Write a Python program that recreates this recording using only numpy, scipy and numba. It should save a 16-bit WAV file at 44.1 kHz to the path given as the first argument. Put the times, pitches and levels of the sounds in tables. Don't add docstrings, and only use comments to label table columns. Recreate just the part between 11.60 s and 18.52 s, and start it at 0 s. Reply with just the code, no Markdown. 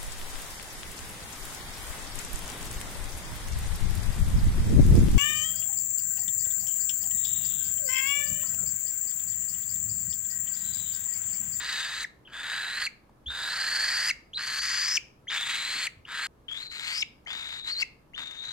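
import sys
import numpy as np
from scipy import signal
from scipy.fft import rfft, irfft, next_fast_len
from scipy.io import wavfile
from scipy.ndimage import uniform_filter1d, map_coordinates
from numba import njit

SR = 44100
rng = np.random.default_rng(int(sys.argv[2]) if len(sys.argv) > 2 else 0)


def to_linear_factor(level_db):
    exponent = np.asarray(level_db, float) / 20
    return 10 ** exponent


def dump_mix(stems):
    frames = np.atleast_2d(stems).T
    limited = np.clip(frames, -1, 1)
    pcm = np.round(limited * 32767).astype(np.int16)
    wavfile.write(sys.argv[1], SR, pcm)


N = 305172
PALATE_HZ = 6050

# start_s, left_right_db, palm_echo_ms, beak_to_mic_db
HEAD_TURNS = [(0, -2, .8, 5), (.8, -2, .75, 2), (1.25, -3.5, .8, -3), (1.9, -3, 1, 0.5),
              (2.4, -2.5, 0.77, 1), (2.8, -2, 0.8, -7.5), (3.3, 0.5, 0.664, 7), (3.8, -2, .75, 4.5),
              (4.2, -1.5, .8, 2), (4.66, -1.5, .8, 0), (4.88, 5.5, 0.76, -2), (5.3, 3, .65, -0.5),
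              (5.8, 3, .6, 3.5), (6.2, 3, 0.53, -3), (6.9, 4.5, .6, 4)]


def rms_one(x):
    return x / np.sqrt(np.mean(x ** 2) + 1e-20)


def at_hz(points, hz):
    point_hz, value = np.array(points).T
    return np.interp(np.log(hz + 1), np.log(point_hz + 1), value)


def in_time(rows):
    s, *columns = np.transpose(rows)
    return [np.interp(np.arange(N) / SR, s, c) for c in columns]


def smooth(x, hz):
    r = np.exp(-2 * np.pi * hz / SR)
    return signal.lfilter([(1 - r) ** 2], [1, -2 * r, r * r], x)


def drift(hz):
    return rms_one(smooth(rng.standard_normal(N), hz))


def colour(x, gain):
    size = next_fast_len(N + 4096)
    hz = np.arange(size // 2 + 1) * SR / size
    return irfft(rfft(x, size) * gain(hz), size)[..., :N]


@njit
def resonate(x, hz, width):
    out = np.zeros(len(x))
    r = np.exp(-np.pi * width / SR) * np.ones(len(x))
    turn = 2 * np.cos(2 * np.pi * hz / SR) * r
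    for i in range(2, len(x)):
        out[i] = (1 - r[i]) * (x[i] - x[i - 2]) + turn[i] * out[i - 1] - r[i] ** 2 * out[i - 2]
    return out


def ring(x, hz, width_hz):
    return resonate(x, np.full(len(x), float(hz)), float(width_hz))


def even(x):
    return x / np.sqrt(uniform_filter1d(x ** 2, size=2646) + 1e-12)


def calls():
    c = controls()
    b = breaks(c)
    drive_air = rng.standard_normal(N)
    drive = 0.4 * b["clicks"] + drive_air * b["puffs"]
    whistle, octave = voice_box(c, b)
    voice = to_linear_factor(-1.5) * whistle + to_linear_factor(c["hiss_db"] - 11.5) * octave
    voice = voice + to_linear_factor(c["rasp_db"] + 0.5) * throat(c, b)
    voice = voice + to_linear_factor(c["mouth_db"]) * mouth(c, drive)
    voice = voice + to_linear_factor(c["hiss_db"] + c["palate_db"]) * palate(drive)
    effort = smooth(c["on"], 440) * to_linear_factor(c["whistle_db"])
    return effort * (voice + beak_hiss(c, b, drive_air))


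def controls():
    # start_s, whistle_db, whistle_hz, rasp_db (air spilling past the whistle)
    first_calls = [
        [(0, -40, 3738, 0), (.1, -37.5, 3929, 1), (.21, -34, 3790, -2), (.28, -40, 3659, 1),
         (.41, -37, 4020, -2), (.432, -38, 3916, -3), (.443, -44, 3780, 0)],
        [(.677, -56, 3050, 2), (.714, -61, 3090, 4), (.738, -44.5, 3500, 1), (.931, -37.5, 3813, 3),
         (1.047, -38.5, 3884, 2), (1.125, -37, 3945, -1), (1.225, -36.5, 4347, 3.5), (1.259, -27.5, 4320, -12),
         (1.268, -43.5, 4405, 6)],
        [(1.68, -34.5, 3590, -16), (1.704, -32, 3630, -14), (1.712, -37.5, 3657, -4), (1.85, -35.5, 3815, -1),
         (1.97, -37.5, 4206, 3), (2.194, -29.5, 4464, -3), (2.466, -30, 4676, -2.5), (2.486, -27, 4840, -4),
         (2.505, -37.5, 4930, 3)],
    ]
    middle_calls = [
        [(2.772, -28.5, 3955, -12), (2.79, -38, 4253, 0), (2.86, -37.5, 4494, -1), (2.92, -35, 4234, -2),
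         (2.99, -33, 4553, -4), (3.011, -28, 4650, -18), (3.02, -32.5, 4705, -3), (3.24, -29.5, 4778, -6),
         (3.372, -26, 5302, -14)],
        [(3.695, -31, 3658, -11), (3.707, -38, 3640, 3), (3.749, -35, 3620, 3), (3.837, -33, 3563, -6),
         (3.907, -36, 3812, 3), (4.021, -34.5, 3937, -3), (4.19, -35.5, 4324, 0), (4.263, -33.5, 4286, -2),
         (4.272, -46, 4250, 8)],
        [(4.459, -57, 3097, 2), (4.475, -54, 3510, 6), (4.514, -45, 3708, 5), (4.554, -42, 3904, 5),
         (4.654, -37.5, 4277, 3), (4.669, -46, 4350, 8)],
    ]
    late_calls = [
        [(4.882, -37.5, 3164, -18), (4.96, -37.5, 3420, -10), (5.03, -40.5, 4192, -7),
         (5.098, -44.5, 4056, -21), (5.12, -42, 4210, -4), (5.2, -41, 3880, -2), (5.3, -37.5, 4400, 2),
         (5.394, -30, 5100, -11), (5.42, -32.5, 5155, -10)],
        [(5.67, -43.5, 3046, -3), (5.715, -37.5, 3563, -3), (5.78, -38.5, 3753, -6), (5.974, -39, 3780, -7),
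         (6.032, -41.5, 3798, -18), (6.096, -31, 4100, -4.5), (6.122, -31.5, 4526, -20),
         (6.165, -34.5, 4023, -18), (6.222, -27.5, 4856, -10)],
        [(6.555, -51, 3540, 0), (6.561, -43, 3590, -7), (6.579, -38, 3697, -4.5), (6.695, -40.5, 3680, -12),
         (6.765, -46.5, 3653, -5), (6.795, -37.5, 3710, -21), (6.845, -38.5, 3790, -10.5),
         (6.92, -38, 3940, -12)],
    ]
    # throat_hz, throat_width_hz, breathiness (0-1)
    throats = [(1786, 320, .52), (1720, 316, .5), (1620, 306, .6), (1625, 412, .62), (1876, 790, .6),
               (1620, 490, .7), (1910, 997, .33), (1808.5, 900, .31), (1750, 855, .28)]
    # mouth_db, lowest_ring_db, gape_db, palate_db, hiss_db
    beaks = [(-4, -1, 0, -5, -7), (-6.5, 2, -5, -11.5, -11.5), (-8.5, 6.5, 3.5, -8.5, -9.5),
             (-5, -1.5, 2.5, -4, -7.5), (-2, -4, -15.5, -22, -7.5), (-5, -2.5, -13, -19, -10.5),
             (-3, 5.5, -11.5, -16, -10.5), (-0.5, 7, -8.5, -12, -12.5), (0.5, 6.5, -28, -1.5, -13)]
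    clear_s = 0.07
    clear_breaks_per_s, breathy_breaks_per_s = 120, 520
    hiss_late_db, hiss_rise_s = -11.5, 0.04
    hiss_last_db, hiss_last_s = 7, 0.02

    curves = first_calls + middle_calls + late_calls
    whistle_db, whistle_hz, rasp_db = in_time(np.concatenate(curves))
    t = np.arange(N) / SR
    starts = np.array([curve[0][0] for curve in curves])
    ends = np.array([curve[-1][0] for curve in curves])
    call = np.maximum(np.searchsorted(starts, t, "right") - 1, 0)
    throat_hz, throat_width_hz, breathy = np.transpose(throats)[:, call]
    mouth_db, boom_db, gape_db, palate_db, hiss_db = np.transpose(beaks)[:, call]
    climb_hz = whistle_hz - 4000
    climb_khz = climb_hz / 1000

    warmed = np.where(call > 0, 1 - np.exp((starts[call] - t) / clear_s), 1)
    share = np.clip(warmed * (breathy + 0.14 * climb_khz + 0.013 * rasp_db), 0, 0.95)
    onset_db = (call > 0) * hiss_late_db * np.exp((starts[call] - t) / hiss_rise_s)
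    spurt_db = (call < call.max()) * hiss_last_db * np.exp(-abs(ends[call] - t) / hiss_last_s)
    return dict(
        on=t < ends[call],
        whistle_db=whistle_db, whistle_hz=whistle_hz, rasp_db=rasp_db,
        throat_hz=throat_hz + 0.23 * climb_hz,
        throat_width_hz=throat_width_hz,
        share=share,
        breaks_per_s=clear_breaks_per_s + share * (breathy_breaks_per_s - clear_breaks_per_s),
        mouth_db=mouth_db + 1.1 * rasp_db,
        boom_db=boom_db - 6.5 * climb_khz,
        palate_db=palate_db + 7 * climb_khz,
        spread=1 + np.maximum(climb_khz - 0.45, 0),
        gape_db=gape_db + 2.5 * climb_khz + 0.4 * rasp_db,
        hiss_db=hiss_db + 0.74 * rasp_db + onset_db + spurt_db)


def breaks(c):
    turn = np.cumsum(c["breaks_per_s"] * to_linear_factor(5.5 * drift(90)) / SR)
    count, grown = turn.astype(int), turn % 1
    size, detune, restart = rng.standard_normal((6000, 3))[count % 6000].T
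    swell = smooth(to_linear_factor(2 * size) * (0.15 + np.tanh(1.2 * grown)) * (grown < 0.9), 900)
    burst = smooth(to_linear_factor(2.5 * size) * 1.3 * np.exp(-6 * grown), 2000)
    puffs = (0.9 * c["share"] + 0.25 * swell + burst) * to_linear_factor(drift(30))
    clicks = rms_one(np.diff(count, prepend=0) * to_linear_factor(size))
    return dict(grown=grown, detune=detune, restart=restart, swell=swell, puffs=puffs, clicks=clicks)


def voice_box(c, b):
    whistle_hz, share, spread = c["whistle_hz"], c["share"], c["spread"]
    unsteady = 0.3 + share
    wander = 0.03 * smooth(b["detune"], 500) + 0.012 * drift(200)
    sag = 0.025 * smooth(b["grown"] ** 6, 700)
    pitch_hz = whistle_hz * (1 + unsteady * wander - sag)
    phase = 2 * np.pi * np.cumsum(pitch_hz) / SR + 1.1 * smooth(b["restart"], 800)
    breath = resonate(rng.standard_normal(N) * b["puffs"], whistle_hz, 420 * spread)
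    breath = even(resonate(breath, whistle_hz, 1000 * spread))
    tone = even(b["swell"] * np.sin(phase))
    whistle = np.sqrt(1 - share) * tone + np.sqrt(share) * breath
    whistle = even(resonate(whistle, whistle_hz, 1200 * spread))
    octave = even(b["swell"] ** 2 * np.sin(2 * phase))
    return whistle, octave


def throat(c, b):
    drive = 0.62 * b["clicks"] + rng.standard_normal(N) * b["puffs"]
    rung = resonate(drive, c["throat_hz"], c["throat_width_hz"])
    return even(resonate(rung, c["throat_hz"], 3.13 * c["throat_width_hz"]))


def mouth(c, drive):
    # centre_hz, width_hz, level_db
    mouth_rings = [(872, 520, -9), (1310, 540, -2.5), (2700, 1080, 3.5), (3300, 1180, 7)]
    rings = [to_linear_factor(db) * rms_one(ring(drive, hz, width_hz)) for hz, width_hz, db in mouth_rings]
    rings[-1] = rings[-1] * (c["throat_width_hz"] / 600) ** 1.4
    rings[0] = rings[0] * to_linear_factor(c["boom_db"])
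    low_pass = signal.butter(3, 4500, fs=SR, output="sos")
    low = signal.sosfilt(low_pass, even(sum(rings[::2]) - sum(rings[1::2])))
    return low + gape(c, drive)


def gape(c, drive):
    gape_hz = 4650
    rung = ring(ring(drive, gape_hz, 510), gape_hz, 1200)
    return to_linear_factor(c["gape_db"]) * rms_one(rung)


def palate(drive):
    return even(ring(ring(drive, PALATE_HZ, 800), PALATE_HZ, 1700))


def beak_hiss(c, b, drive_air):
    # freq_hz, db_per_hz
    hiss_spectrum = [(3500, -30.5), (5200, -36), (6200, -3), (7400, 4.5), (9000, -6), (10500, -10),
                     (11800, -7.5), (13000, -20), (15300, -15.5), (16000, -17)]
    side_air = rng.standard_normal((2, N))
    raw = 0.15 * b["clicks"] + (0.27 * drive_air + 0.5 * side_air) * b["puffs"]
    hiss = colour(raw, lambda hz: to_linear_factor(at_hz(hiss_spectrum, hz)))
    return to_linear_factor(c["hiss_db"]) * np.array([even(side) for side in cupped(hiss)])


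def cupped(hiss):
    _, echo_ms, facing_db = in_time(HEAD_TURNS)
    high = signal.sosfilt(signal.butter(4, 10500, "high", fs=SR, output="sos"), hiss)
    hiss = hiss + (to_linear_factor(facing_db) - 1) * high
    late = [np.arange(N) - echo_ms * stretch * SR / 1000 for stretch in (1, 1.13)]
    echo = [map_coordinates(side, [at], order=2) for side, at in zip(hiss, late)]
    return hiss + 0.35 * np.array(echo)


def chirps():
    # start_s, length_s, start_hz, end_hz, peak_db
    chirp_events = [(.441, .012, 2394, 1720, -25.5), (0.65, .012, 2880, 3230, -50.5),
                    (.662, .01, 3250, 3200, -52), (0.672, .007, 3300, 2650, -43),
                    (1.264, .016, 3040, 2065, -25.5), (1.66, .024, 3050, 3520, -33.5),
                    (2.495, 0.0096, 2860, 2564, -23.5), (2.506, 0.0083, 2330, 2080, -18.5),
                    (2.733, .0079, 2900, 3300, -35), (2.742, .013, 3183, 4210, -34),
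                    (2.755, 0.021, 4497, 3733, -29.5), (3.369, .012, 3485, 2247, -19),
                    (3.67, 0.0079, 1688, 2197, -40.5), (3.679, .016, 3105, 3300, -31),
                    (4.266, .014, 3300, 1952, -25.5), (4.451, 0.0056, 2700, 2910, -37),
                    (5.42, .013, 4224, 2660, -24.5), (5.422, 0.0098, 2965, 2200, -22),
                    (5.661, .011, 1730, 2170, -37.5), (6.221, 0.0098, 3030, 2479, -21),
                    (6.224, .0098, 2367, 2034, -22), (6.534, .004, 1750, 2259, -45.5),
                    (6.54, .016, 2700, 3220, -38)]
    out = np.zeros(N)
    wobble = drift(370)
    for s, length_s, start_hz, end_hz, peak_db in chirp_events:
        overtones_db = -17 + 0.92 * (peak_db + 25.5)
        palate_lift_db = 13 * (end_hz > start_hz)
        u = np.linspace(0, 1, round(length_s * SR))
        at = round(s * SR)
        glide_hz = end_hz + (start_hz - end_hz) * (1 - u) ** 1.8
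        hz = glide_hz * (1 + 0.022 * wobble[at:at + len(u)])
        phase = 2 * np.pi * np.cumsum(hz) / SR

        def lift(overtone_hz):
            return to_linear_factor(palate_lift_db * np.exp(-((overtone_hz - PALATE_HZ - 300) / 500) ** 2))

        third_gain = to_linear_factor(1 - 12 * np.maximum(3 * hz / 1000 - 6.8, 0))
        second = lift(2 * hz) * np.cos(2 * phase)
        third = third_gain * lift(3 * hz) * np.sin(3 * phase)
        tone = np.sin(phase) + to_linear_factor(overtones_db) * u * (second - third)
        out[at:at + len(u)] += to_linear_factor(peak_db) * np.sin(np.pi * u ** 1.08) ** 0.43 * tone
    return out


def placed(x, lag_us, tail):
    # freq_hz, left_right_db
    port_tilt = [(0, 2), (5000, 3.5), (6500, 5), (7400, 9.5), (8300, -6.5), (9600, -4.5), (11500, -3.5),
                 (13500, 10.5), (16000, -7.5)]
    # delay_ms, level_db
    palm_echoes = [
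        [(.31, -23.5), (.9, -24), (2.3, -29)],
        [(.22, -16), (1.2, -17), (3.1, -12.5)],
    ]
    pan_db = in_time(HEAD_TURNS)[0]
    ears = []
    for side, ear, echoes, decay in zip((1, -1), x, palm_echoes, tail):
        def path(hz):
            port = to_linear_factor(side * at_hz(port_tilt, hz) / 2)
            lag = np.exp(-1j * np.pi * hz * side * lag_us * 1e-6)
            bounced = sum(to_linear_factor(db) * np.exp(-2e-3j * np.pi * hz * ms) for ms, db in echoes)
            return port * lag * (1 + bounced)

        direct = to_linear_factor(side * pan_db / 2) * colour(ear, path)
        ears.append(direct + signal.fftconvolve(ear, decay)[:N])
    return np.array(ears)


def room_tail():
    t60_s, wall_cut_hz, gap_s, room_db = 0.37, 4800, 0.0047, -16.5
    t = np.arange(SR // 2) / SR
    noise = rng.standard_normal((2, len(t))) * np.clip((t - gap_s) / 0.0016, 0, 1)
    dull = smooth(noise, wall_cut_hz)
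    tail = dull * to_linear_factor(-60 * t / t60_s) + (noise - dull) * to_linear_factor(-60 * t / (0.56 * t60_s))
    return to_linear_factor(room_db) * tail / np.sqrt(np.sum(tail ** 2, axis=1, keepdims=True))


def knocks():
    # start_s, peak_db, pitch_hz, t60_s
    touches = [
        (1.494, -54, 800.3, 0.031),
        (1.666, -45.5, 65.11, .35),
        (4.138, -47, 267, 0.16),
        (4.37, -53.5, 89.8, 0.26),
        (5.651, -57.5, 6042, 0.01003),
        (6.598, -50.5, 249.5, 0.13),
    ]
    out = np.zeros(N)
    t = np.arange(SR // 2) / SR
    for s, peak_db, hz, t60_s in touches:
        at = round(s * SR)
        noise = rms_one(ring(rng.standard_normal(len(t)), hz, 0.21 * hz))
        touch = to_linear_factor(peak_db - 60 * t / t60_s) * np.minimum(t * hz, 1) * noise
        out[at:at + len(t)] += touch[:N - at]
    return out


def room_air():
    # freq_hz, db_per_hz
    floor_spectrum = [(12, -17.5), (20, -2), (137, -11), (227, -7.5), (539, -13), (694, -17), (1050, -17.5),
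                      (1320, -19.5), (1430, -24.5), (1690, -23), (1950, -29.5), (5180, -37.5),
                      (8320, -40.5), (12000, -39), (15800, -46)]
    # freq_hz, correlation
    likeness = [(60, 0.69), (180, 0.89), (550, 0.4), (1650, -0.23), (4970, -0.25), (15000, 0.05)]
    # centre_hz, width_hz, level_db
    hums = [(62.6, 6.1, -67.5), (129.4, 14, -67), (11000, 250, -95.5)]
    floor_db = -60

    def alike(hz):
        return np.clip(at_hz(likeness, hz), 0, 0.99)

    mid, side = rng.standard_normal((2, N))
    mid = colour(mid, lambda hz: to_linear_factor(at_hz(floor_spectrum, hz)) * np.sqrt(1 + alike(hz)))
    side = colour(side, lambda hz: to_linear_factor(at_hz(floor_spectrum, hz)) * np.sqrt(1 - alike(hz)))
    air = to_linear_factor(floor_db) * rms_one(mid + side * [[1], [-1]])
    for hz, width_hz, level_db in hums:
        air = air + to_linear_factor(level_db) * rms_one(ring(rng.standard_normal(N), hz, width_hz))
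    return air


def scene():
    left_lag_us = (38, -175)
    change_s = 4.67
    t = np.arange(N) / SR
    chick = calls() + chirps()
    tail = room_tail()
    early = smooth(t < change_s, 450)
    before = placed(chick, left_lag_us[0], tail)
    after = placed(chick * (t > change_s), left_lag_us[1], tail)
    return early * before + after + knocks() + room_air()


def band_limit(x):
    return signal.sosfilt(signal.butter(12, 15970, fs=SR, output="sos"), x)


def record(dry):
    mix = colour(dry, lambda hz: hz < 15800)
    return band_limit(mix)


dry = scene()
out = record(dry)
dump_mix(out)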